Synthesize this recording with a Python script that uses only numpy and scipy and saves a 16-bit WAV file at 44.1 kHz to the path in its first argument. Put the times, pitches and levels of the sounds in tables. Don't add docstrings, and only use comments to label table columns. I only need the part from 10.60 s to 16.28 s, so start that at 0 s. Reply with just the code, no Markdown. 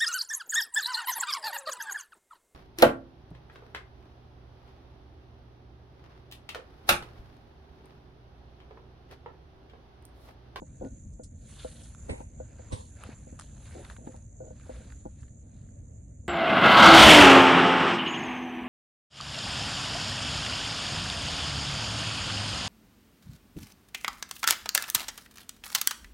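import sys
import numpy as np
from scipy import signal
from scipy.fft import rfft, irfft
from scipy.io import wavfile
from scipy.ndimage import uniform_filter1d

SR = 44100
rng = np.random.default_rng(int(sys.argv[2]) if len(sys.argv) > 2 else 0)


def inscribe(sig):
    pcm = np.round(np.clip(np.atleast_2d(sig).T, -1, 1) * 32767)
    wavfile.write(sys.argv[1], SR, pcm.astype(np.int16))


N = 250488
TIME = np.arange(N) / SR

# time of reaching full speed, rise, hold and release in
# seconds, then the levels of bent stalks, sliding blades and seed heads in dB.
LEG_PUSHES = [(0.25, 1, 0.022, 0.59, -72.5, -81, -75), (0.91, 0.22, 0.35, 0.18, -65.5, -64.5, -59.5),
              (0.997, 0.1, 0.031, 0.21, -61, -57, -64), (1.238, 0.3, 0.014, 1, -83, -80, -76),
              (1.503, 0.6, 0.11, 0.086, -61.5, -77, -64.5), (2.053, 0.91, 0.035, 0.15, -62, -75, -73.5),
              (2.117, 0.022, 0.043, 0.3, -85, -61.5, -59.5), (2.438, 0.19, 0.051, 0.15, -52.5, -64, -69.5),
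              (2.524, 1, 0.26, 0.79, -69.5, -80, -71), (2.804, 0.065, 0.062, 0.084, -79, -66.5, -68),
              (3.065, 0.39, 0.26, 0.16, -60, -66.5, -63), (3.457, 0.13, 0.11, 0.18, -66.5, -77, -70.5),
              (4.13, 0.46, 0.063, 0.5, -59.5, -67.5, -66), (4.595, 0.22, 0.023, 0.21, -70.5, -77, -77),
              (4.96, 0.3, 0.017, 0.46, -73, -78.5, -89)]
# start in seconds, base level in dB, offset of the splinters in dB,
# pitch of the stem in Hz, tearing time in seconds.
STEM_SNAPS = [(0.2472, -43.5, -32, 2000, 0.012), (1.349, -35.5, -10.5, 1440, 0.0027),
              (1.4938, -41.5, -7, 1700, 0.012), (1.5014, -37.5, -18, 1900, 0.014),
              (2.437, -24.5, -36, 1300, 0.0046), (2.7915, -27, -8, 1200, 0.0045),
              (2.7965, -28, 1, 1380, .009), (2.8106, -31, 0, 1400, 0.0038), (2.82, -39, -4, 1300, .007),
              (3.1094, -42, -22, 1590, 0.011), (3.2486, -32, -18, 1800, .011),
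              (3.3002, -29.5, -26, 1600, 0.012), (3.3108, -34, -18, 1300, 0.01),
              (3.3654, -36, -22, 1550, .011), (3.47, -40.5, -24, 1480, 0.0086),
              (3.476, -44.5, -20, 1500, 0.014), (3.5639, -48.5, 6, 1500, 0.0088),
              (3.999, -42.5, -18, 1630, 0.0052), (4.01, -48, -24, 2320, 0.016),
              (4.3012, -41, -14, 1900, 0.016), (4.3227, -37, -22, 1750, 0.008),
              (4.6295, -43.5, -20, 1500, .018), (4.6814, -48, -28, 1850, .012),
              (5.0894, -52, -19, 1680, 0.0051)]
# start in seconds, level in dB.
SEED_FLICKS = [(0.529, -65.5), (0.6338, -47), (0.644, -72), (1.231, -51), (4.607, -61.5)]
# start in seconds; crunch, blade, seed and scrape levels in dB; thud
# delay in seconds, level in dB and pitch in Hz; drag level in dB, centre in Hz and time in seconds.
TUFT_SLAPS = [(1.492, -31.5, -82, -48, -40, 0.0133, -22.5, 90, -45, 870, 0.13),
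              (2.1208, -30.5, -45, -44.5, -49, 0.011, -20.5, 100, -44.5, 975, 0.1)]
# frequency in Hz, correlation coefficient.
GRASS_CORRELATION = [(200, 1), (570, 0.72), (1200, 0.9), (2200, 0.73), (4000, 0.97), (5500, 0.12),
                     (11000, 0.063)]

# frequency in Hz, relative spectral density in dB.
STALKS = [(150, 2), (350, 10), (580, 11.5), (850, 7.5), (1150, 3.5), (1550, 7), (2100, 1.5), (2600, 2),
          (3200, -12), (5000, -8), (11000, -42)]
BLADES = [(1100, -31), (1600, 5.5), (2100, -2.5), (2600, 4), (3600, 9.5), (4200, 9.5), (5000, 1.5),
          (6500, -17), (9000, -11), (12000, -17)]
SEEDS = [(4000, -44), (5800, -1), (7100, -5), (7800, 0.5), (8700, 4.5), (11200, 1.5), (12000, -90)]
SNAP = [(300, -11), (750, 14), (1400, 23.5), (2300, 6.5), (3400, 8.5), (5200, -15), (9000, 0)]
SPLINTER = [(2500, -8), (4500, 6.5), (7000, 13), (9500, 12), (11000, 4), (12500, -68)]
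CRUNCH = [(60, 18.5), (250, 14), (520, 15), (800, -4), (1250, -9), (1900, -6), (2600, -16), (3500, -56),
          (8000, -43)]
BLADE_SLAP = [(1500, -36), (2600, -4), (3700, 10.5), (5000, 0.5), (6000, 2), (7500, -14)]
SEED_SLAP = [(4000, -2), (6000, 4), (7500, 3), (8500, 26), (9500, 10), (11000, 5), (12000, -44)]
SCRAPE = [(1300, -26), (2000, 13), (2600, 4), (3300, -7), (3900, 2), (4400, -8), (5500, -14), (7000, -30)]
DRAG = [(250, -27), (500, 7.5), (750, -5), (1000, 4.5), (1180, -1), (1450, -31), (2500, -31)]

# start in seconds, levels of the wall, low and high modes in dB.
GRIP_KNOCKS = [(0.019, -39, -37, -44), (0.21, -36.5, -43, -53), (0.594, -36.5, -41.5, -53),
               (1.046, -27, -40, -43), (1.491, -31.5, -35.5, -47), (1.518, -39, -40, -50),
               (1.529, -37, -37, -59), (1.604, -40.5, -39, -38.5), (1.8, -30, -43.5, -46.5),
               (1.992, -41.5, -52, -50.5), (2.124, -34, -37, -54), (2.49, -54, -37, -62),
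               (2.669, -44.5, -45.5, -56), (2.725, -46, -41, -60), (3.149, -40.5, -62, -52),
               (3.383, -47.5, -49, -49.5), (3.472, -46, -34.5, -39.5), (3.542, -44.5, -47, -44),
               (3.803, -33.5, -49, -55), (3.905, -38, -51, -51.5), (4.093, -31, -41, -44),
               (4.453, -34.5, -37.5, -42.5), (4.459, -46, -34, -39)]
# start and length in seconds, level in dB, low modes against wall modes
# in dB, lowest mode in Hz (higher in a tight grip).
GRIP_CREAKS = [(0.211, 0.056, -38.5, 1.5, 269.5), (1.09, .14, -63.5, -17, 251),
               (3.154, 0.055, -47.5, 3, 345), (3.405, 0.085, -53, 0, 252), (3.479, 0.022, -48.5, 3, 260),
               (3.811, 0.074, -49, -3.5, 249), (4.12, 0.097, -58, -10, 250)]
# mean frequency in Hz, relative level in dB, time to fall 60 dB in seconds.
LOW_MODES = [(249.8, 2.5, 0.06), (290, -0.5, 0.059), (335.3, -4, 0.044), (400.5, 1.5, 0.018)]
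WALL_MODES = [(513.2, 1.5, 0.075), (620, -6, 0.094), (801, -10.5, 0.021), (1470, -28, 0.13),
              (1563, -42, 0.031)]
HIGH_MODES = [(826, -2.5, 0.068), (897, 3, 0.048), (1022, -7, 0.023)]

# time in seconds, gain in dB.
INSECT_SWELL = [(0, 1), (0.2, 3.5), (0.37, 8), (0.58, 1.5), (1.2, 5.5), (1.8, 3.5), (2.9, 5.5), (3.7, 4),
                (4.05, 2.5), (5.6, 0)]
# time
# of the peak and half width in seconds, rise above the breeze in dB.
GUSTS = [(0.331, 0.01, 8), (0.467, 0.018, 9), (1.525, 0.037, 2.5), (1.8, 0.042, 6), (2.92, 0.16, 1.5),
         (5.02, 0.02, 3.5)]
# frequency in Hz, relative spectral density in dB.
CHORUS = [(5400, -36), (6100, -5.5), (6600, -2), (6950, 8), (7350, 6), (7600, -6.5), (7800, -19),
          (8600, -41), (11000, -34)]
SHRILL = [(7500, -40.5), (8100, 19), (8500, 13.5), (9200, 11.5), (9900, 0), (11200, -22), (12000, -42)]
WIND_RUMBLE = [(20, -18.5), (35, -12.5), (52, 2), (80, 0.5), (120, -4), (170, -12), (240, -13), (320, -22),
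               (450, -55), (800, -112)]
FIELD_HISS = [(100, -49), (350, 5), (600, 7), (850, -4.5), (1200, -11), (2000, -15.5), (2900, -21.5),
              (3500, -22.5), (4300, -29), (5200, -29), (11300, -22), (12200, -65)]

SNAP_HZ, DRAG_HZ = 1400, 1000
PORT_DELAY_S = 0.000476


def grass_rustle():
    stalk_rub = rubbing(part=0, rest_db=-117)
    blade_rub = rubbing(part=1, rest_db=-102)
    seed_rub = rubbing(part=2, rest_db=-89, linger=1.72)
    clumps = amp(1.5 * drift(rate_hz=45))
    stalks = colour(grains(N, per_s=900, spread_db=-2.5, smooth=0.7), STALKS, GRASS_CORRELATION)
    blades = colour(grains(N, per_s=2300, spread_db=2, smooth=1), BLADES, GRASS_CORRELATION)
    seeds = colour(grains(N, per_s=5900, spread_db=6.5, smooth=1), SEEDS, GRASS_CORRELATION)
    stalks = patchy(stalks, depth_db=2.8) * stalk_rub * clumps
    blades = patchy(blades, depth_db=2.1) * blade_rub * clumps
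    seeds = patchy(seeds, depth_db=1.4) * seed_rub * amp(0.5 * drift(rate_hz=12))
    ticks = blade_crackle(per_s=220, pitches=16) * np.sqrt(stalk_rub * blade_rub) * amp(-7.5)
    return stalks + blades + ticks + seeds * pan(left_db=-2)


def rubbing(part, rest_db, linger=1):
    power = amp(rest_db) ** 2
    range_db = 30
    for start, rise, hold, release, *levels_db in LEG_PUSHES:
        before = np.maximum(start - TIME, 0) / rise
        after = np.maximum(TIME - start - hold, 0) / (release * linger)
        power = power + amp(levels_db[part] - range_db * (before + after)) ** 2
    return np.sqrt(power)


def grains(size, per_s, spread_db, smooth):
    strength = amp(spread_db * np.minimum(rng.exponential(1, (2, size)), 4))
    clicks = strength * rng.choice([-1, 1], (2, size)) * (rng.random((2, size)) < per_s / SR)
    return unit_rms(clicks) + smooth * rng.standard_normal((2, size))


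def patchy(pair, depth_db):
    spectrogram = signal.stft(pair, nperseg=512)[2]
    patches = uniform_filter1d(rng.standard_normal(spectrogram.shape[1:]), size=5, axis=0)
    patches = unit_rms(uniform_filter1d(patches, size=7, axis=1))
    shifted = signal.istft(spectrogram * amp(depth_db * patches), nperseg=512)[1]
    return unit_rms(shifted[:, :pair.shape[1]])


def blade_crackle(per_s, pitches):
    out, t = np.zeros((2, N)), np.arange(512) / SR
    tick_cycles = 2.5
    for hz in np.geomspace(1290, 4560, pitches):
        released = rng.random(N) < per_s / pitches / SR
        side = rng.standard_normal()
        strength = amp(2 * np.minimum(rng.exponential(1, N), 2))
        age = t * hz / tick_cycles
        tick = np.sin(2 * np.pi * hz * t) * age * np.exp(-np.pi * age)
        out += signal.oaconvolve(released * strength, tick)[:N] * pan(left_db=2 * side)
    return unit_rms(out)


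def stem_snaps():
    out, t = np.zeros((2, N)), np.arange(2048) / SR
    lead_in = 128
    click_db, tear_db, fray_db, splinter_db = -4, -13.5, -19, -10
    impulse = np.ones((2, 1)) * (np.arange(len(t)) == lead_in)
    for start, db, treble_db, stem_hz, tearing_s in STEM_SNAPS:
        stem = [(hz * stem_hz / SNAP_HZ, level) for hz, level in SNAP]
        click = colour(impulse, stem)
        click /= abs(click).max()
        tearing = np.exp(-(np.pi * t / tearing_s) ** 2) + amp(fray_db) * decay(t, t60=0.1)
        fibres = np.roll(tearing * rng.standard_normal((2, len(t))), lead_in, axis=1)
        tear = colour(fibres, stem, correlation=0.52) * np.sqrt(np.mean(tearing ** 2))
        add(out, start - lead_in / SR, amp(db + click_db) * click + amp(db + tear_db) * tear)
        splinters = noise(len(t), SPLINTER, correlation=0.19)
        fall = decay(t, t60=0.0059) + amp(-18.5) * decay(t, t60=0.14)
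        add(out, start, amp(db + treble_db + splinter_db) * fall * splinters)
    return out


def seed_flicks():
    out, t = np.zeros((2, N)), np.arange(2048) / SR
    envelope = (1 - np.exp(-t / 0.002)) * decay(t, t60=0.1)
    for start, db in SEED_FLICKS:
        add(out, start, amp(db) * envelope * noise(len(t), SPLINTER, correlation=0.41))
    return out


def tuft_slaps():
    out, t = np.zeros((2, N)), np.arange(8192) / SR
    attack = 1 - np.exp(-t / 0.0041)
    short = attack * decay(t, t60=0.14)
    lingering = short + attack * amp(-15.5) * decay(t, t60=0.59)
    thud_envelope = (1 - np.exp(-t / 0.003)) * decay(t, t60=0.071)
    for start, crunch_db, blade_db, seed_db, scrape_db, delay, thud_db, thud_hz, *drag in TUFT_SLAPS:
        parts = [(crunch_db, CRUNCH, short, -0.09, -3), (blade_db, BLADE_SLAP, lingering, 0.6, 0),
                 (seed_db, SEED_SLAP, lingering, -0.09, -8), (scrape_db, SCRAPE, lingering, -0.93, -1)]
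        for db, spectrum, envelope, correlation, left_db in parts:
            burst = colour(grains(len(t), per_s=2300, spread_db=3.5, smooth=0.76), spectrum, correlation)
            add(out, start, amp(db) * envelope * burst * pan(left_db))
        thud = np.sin(2 * np.pi * thud_hz * t + np.array([[0], [0.9]])) * thud_envelope
        add(out, start + delay, amp(thud_db) * thud * pan(left_db=-4.5))
        out += tuft_drag(start, *drag)
    return out


def tuft_drag(slap_s, db, centre_hz, length_s):
    rise_s, release_s, sag_db = 0.03, 0.07, -10
    band = [(hz * centre_hz / DRAG_HZ, level) for hz, level in DRAG]
    corners_s = [-rise_s, 0, length_s, length_s + release_s]
    contact = np.interp(TIME - slap_s, corners_s, [0, 1, amp(sag_db / 2), 0]) ** 2
    friction = grains(N, per_s=350, spread_db=2, smooth=0.39)
    return amp(db) * contact * colour(friction, band, correlation=-0.81)


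def case_knocks():
    out = np.zeros((2, N))
    for start, wall_db, low_db, high_db in GRIP_KNOCKS:
        add(out, start, amp(wall_db) * case_ring(WALL_MODES, lead_rad=1.67))
        add(out, start, amp(low_db) * case_ring(LOW_MODES, lead_rad=0.79))
        add(out, start, amp(high_db) * case_ring(HIGH_MODES, lead_rad=2.18))
    return out


def case_creaks():
    out = np.zeros((2, N))
    for start, length, db, low_db, low_hz in GRIP_CREAKS:
        low_modes = [(hz * low_hz / LOW_MODES[0][0], level, t60) for hz, level, t60 in LOW_MODES]
        size = round(length * SR)
        slips = 0.087 * rng.standard_normal((1, size))
        slip_samples = SR * np.cumsum(np.r_[0, rng.uniform(0.005, 0.014, 30)])
        slips[0, slip_samples[slip_samples < size].astype(int)] = 1
        ring = case_ring(WALL_MODES, lead_rad=1.12)
        ring += amp(low_db) * case_ring(low_modes, lead_rad=0.58)
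        ring += amp(-16) * case_ring(HIGH_MODES, lead_rad=1.8)
        creak = signal.fftconvolve(slips, ring, axes=1)
        add(out, start, amp(db) * creak / creak[:, :size].std())
    return out


def case_ring(modes, lead_rad):
    t = np.arange(4096) / SR
    ring = np.zeros(len(t), complex)
    for mean_hz, db, t60 in modes:
        hz = mean_hz * (1 + 0.014 * rng.standard_normal())
        ring += amp(db) * decay(t, t60) * np.exp(2j * np.pi * hz * t)
    at_ports = (ring * np.exp(1j * np.array([[0], [lead_rad]]))).imag
    soft_onset = 1 - np.exp(-(t / 0.0017) ** 2)
    return at_ports * soft_onset * pan(left_db=1.5)


def near_insect():
    out, t = np.zeros((2, N)), np.arange(round(0.01004 * SR)) / SR
    progress, start = t / t[-1], 0.
    envelope = np.sin(np.pi * progress ** 1.04).clip(0) ** 2.35
    while start < TIME[-1]:
        for _ in range(rng.choice([2, 3, 3, 4])):
            strength, pitch, pace = rng.standard_normal(3)
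            hz = (5850 + 1150 * progress) * (1 + 0.008 * pitch)
            stroke = envelope * np.sin(2 * np.pi * np.cumsum(hz) / SR)
            add(out, start, amp(2 * strength) * stroke * pan(left_db=-7))
            start += 0.0137 * (1 + 0.03 * pace)
        start += rng.uniform(0.006, 0.014)
    out[0] = np.roll(out[0], round(PORT_DELAY_S * SR))
    return out


def insects():
    near = amp(-66.5) * near_insect()
    chorus = from_the_sides(noise(N, CHORUS), spill=0.13)
    chorus *= amp(-67.5 + 1.45 * drift(rate_hz=24) + 1.77 * drift(rate_hz=7.1))
    shrill = noise(N, SHRILL) * amp(-82.5 + drift(rate_hz=84))
    swell = amp(np.interp(TIME, *np.transpose(INSECT_SWELL)))
    return swell * (near + chorus * pan(left_db=-2.5)) + shrill * pan(left_db=-15.5)


def wind():
    breeze_db = -47 + 0.8 * drift(rate_hz=38)
    gusts_db = sum(db * np.exp(-((TIME - peak) / width) ** 2) for peak, width, db in GUSTS)
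    return noise(N, WIND_RUMBLE, correlation=0.98) * amp(breeze_db + gusts_db)


def field_hiss():
    hiss = patchy(noise(N, FIELD_HISS), depth_db=2.2)
    return from_the_sides(hiss, spill=0.45) * amp(-67 + 1.5 * drift(rate_hz=2))


def from_the_sides(pair, spill):
    return unit_rms(pair + spill * np.roll(pair[::-1], round(PORT_DELAY_S * SR), axis=1))


def colour(pair, spectrum, correlation=0.):
    size = pair.shape[1]
    hz = np.fft.rfftfreq(size, 1 / SR)
    if np.ndim(correlation):
        correlation = curve_at(correlation, hz)
    angle = np.arcsin(np.clip(correlation, -1, 1)) / 2
    shaped = rfft(pair) * amp(curve_at(spectrum, hz))
    return unit_rms(irfft(np.cos(angle) * shaped + np.sin(angle) * shaped[::-1], size))


def noise(size, spectrum, correlation=0.):
    return colour(rng.standard_normal((2, size)), spectrum, correlation)


def drift(rate_hz):
    rolloff = 1 + (np.fft.rfftfreq(N, 1 / SR) / rate_hz) ** 4
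    return unit_rms(irfft(rfft(rng.standard_normal(N)) / rolloff, N))


def curve_at(points, hz):
    point_hz, values = np.transpose(points)
    return np.interp(np.log(hz + 1), np.log(point_hz + 1), values)


def decay(t, t60):
    return amp(-60 * t / t60)


def amp(db):
    return 10 ** (np.asarray(db) / 20)


def unit_rms(x):
    return x / np.sqrt(np.mean(x ** 2) + 1e-20)


def pan(left_db):
    return amp([[left_db / 2], [-left_db / 2]])


def add(mix, start_s, sound):
    part = mix[:, max(round(start_s * SR), 0):][:, :sound.shape[1]]
    part += sound[:, :part.shape[1]]


def scene():
    air = wind() + field_hiss()
    plants = grass_rustle() + stem_snaps() + seed_flicks() + tuft_slaps()
    return plants + case_knocks() + case_creaks() + insects() + air


def record(dry):
    edge_hz = 11420
    lowpass = signal.firwin(511, edge_hz, window=("kaiser", 8), fs=SR)
    return signal.oaconvolve(dry, lowpass[None], "same")


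dry = scene()
out = record(dry)
inscribe(out)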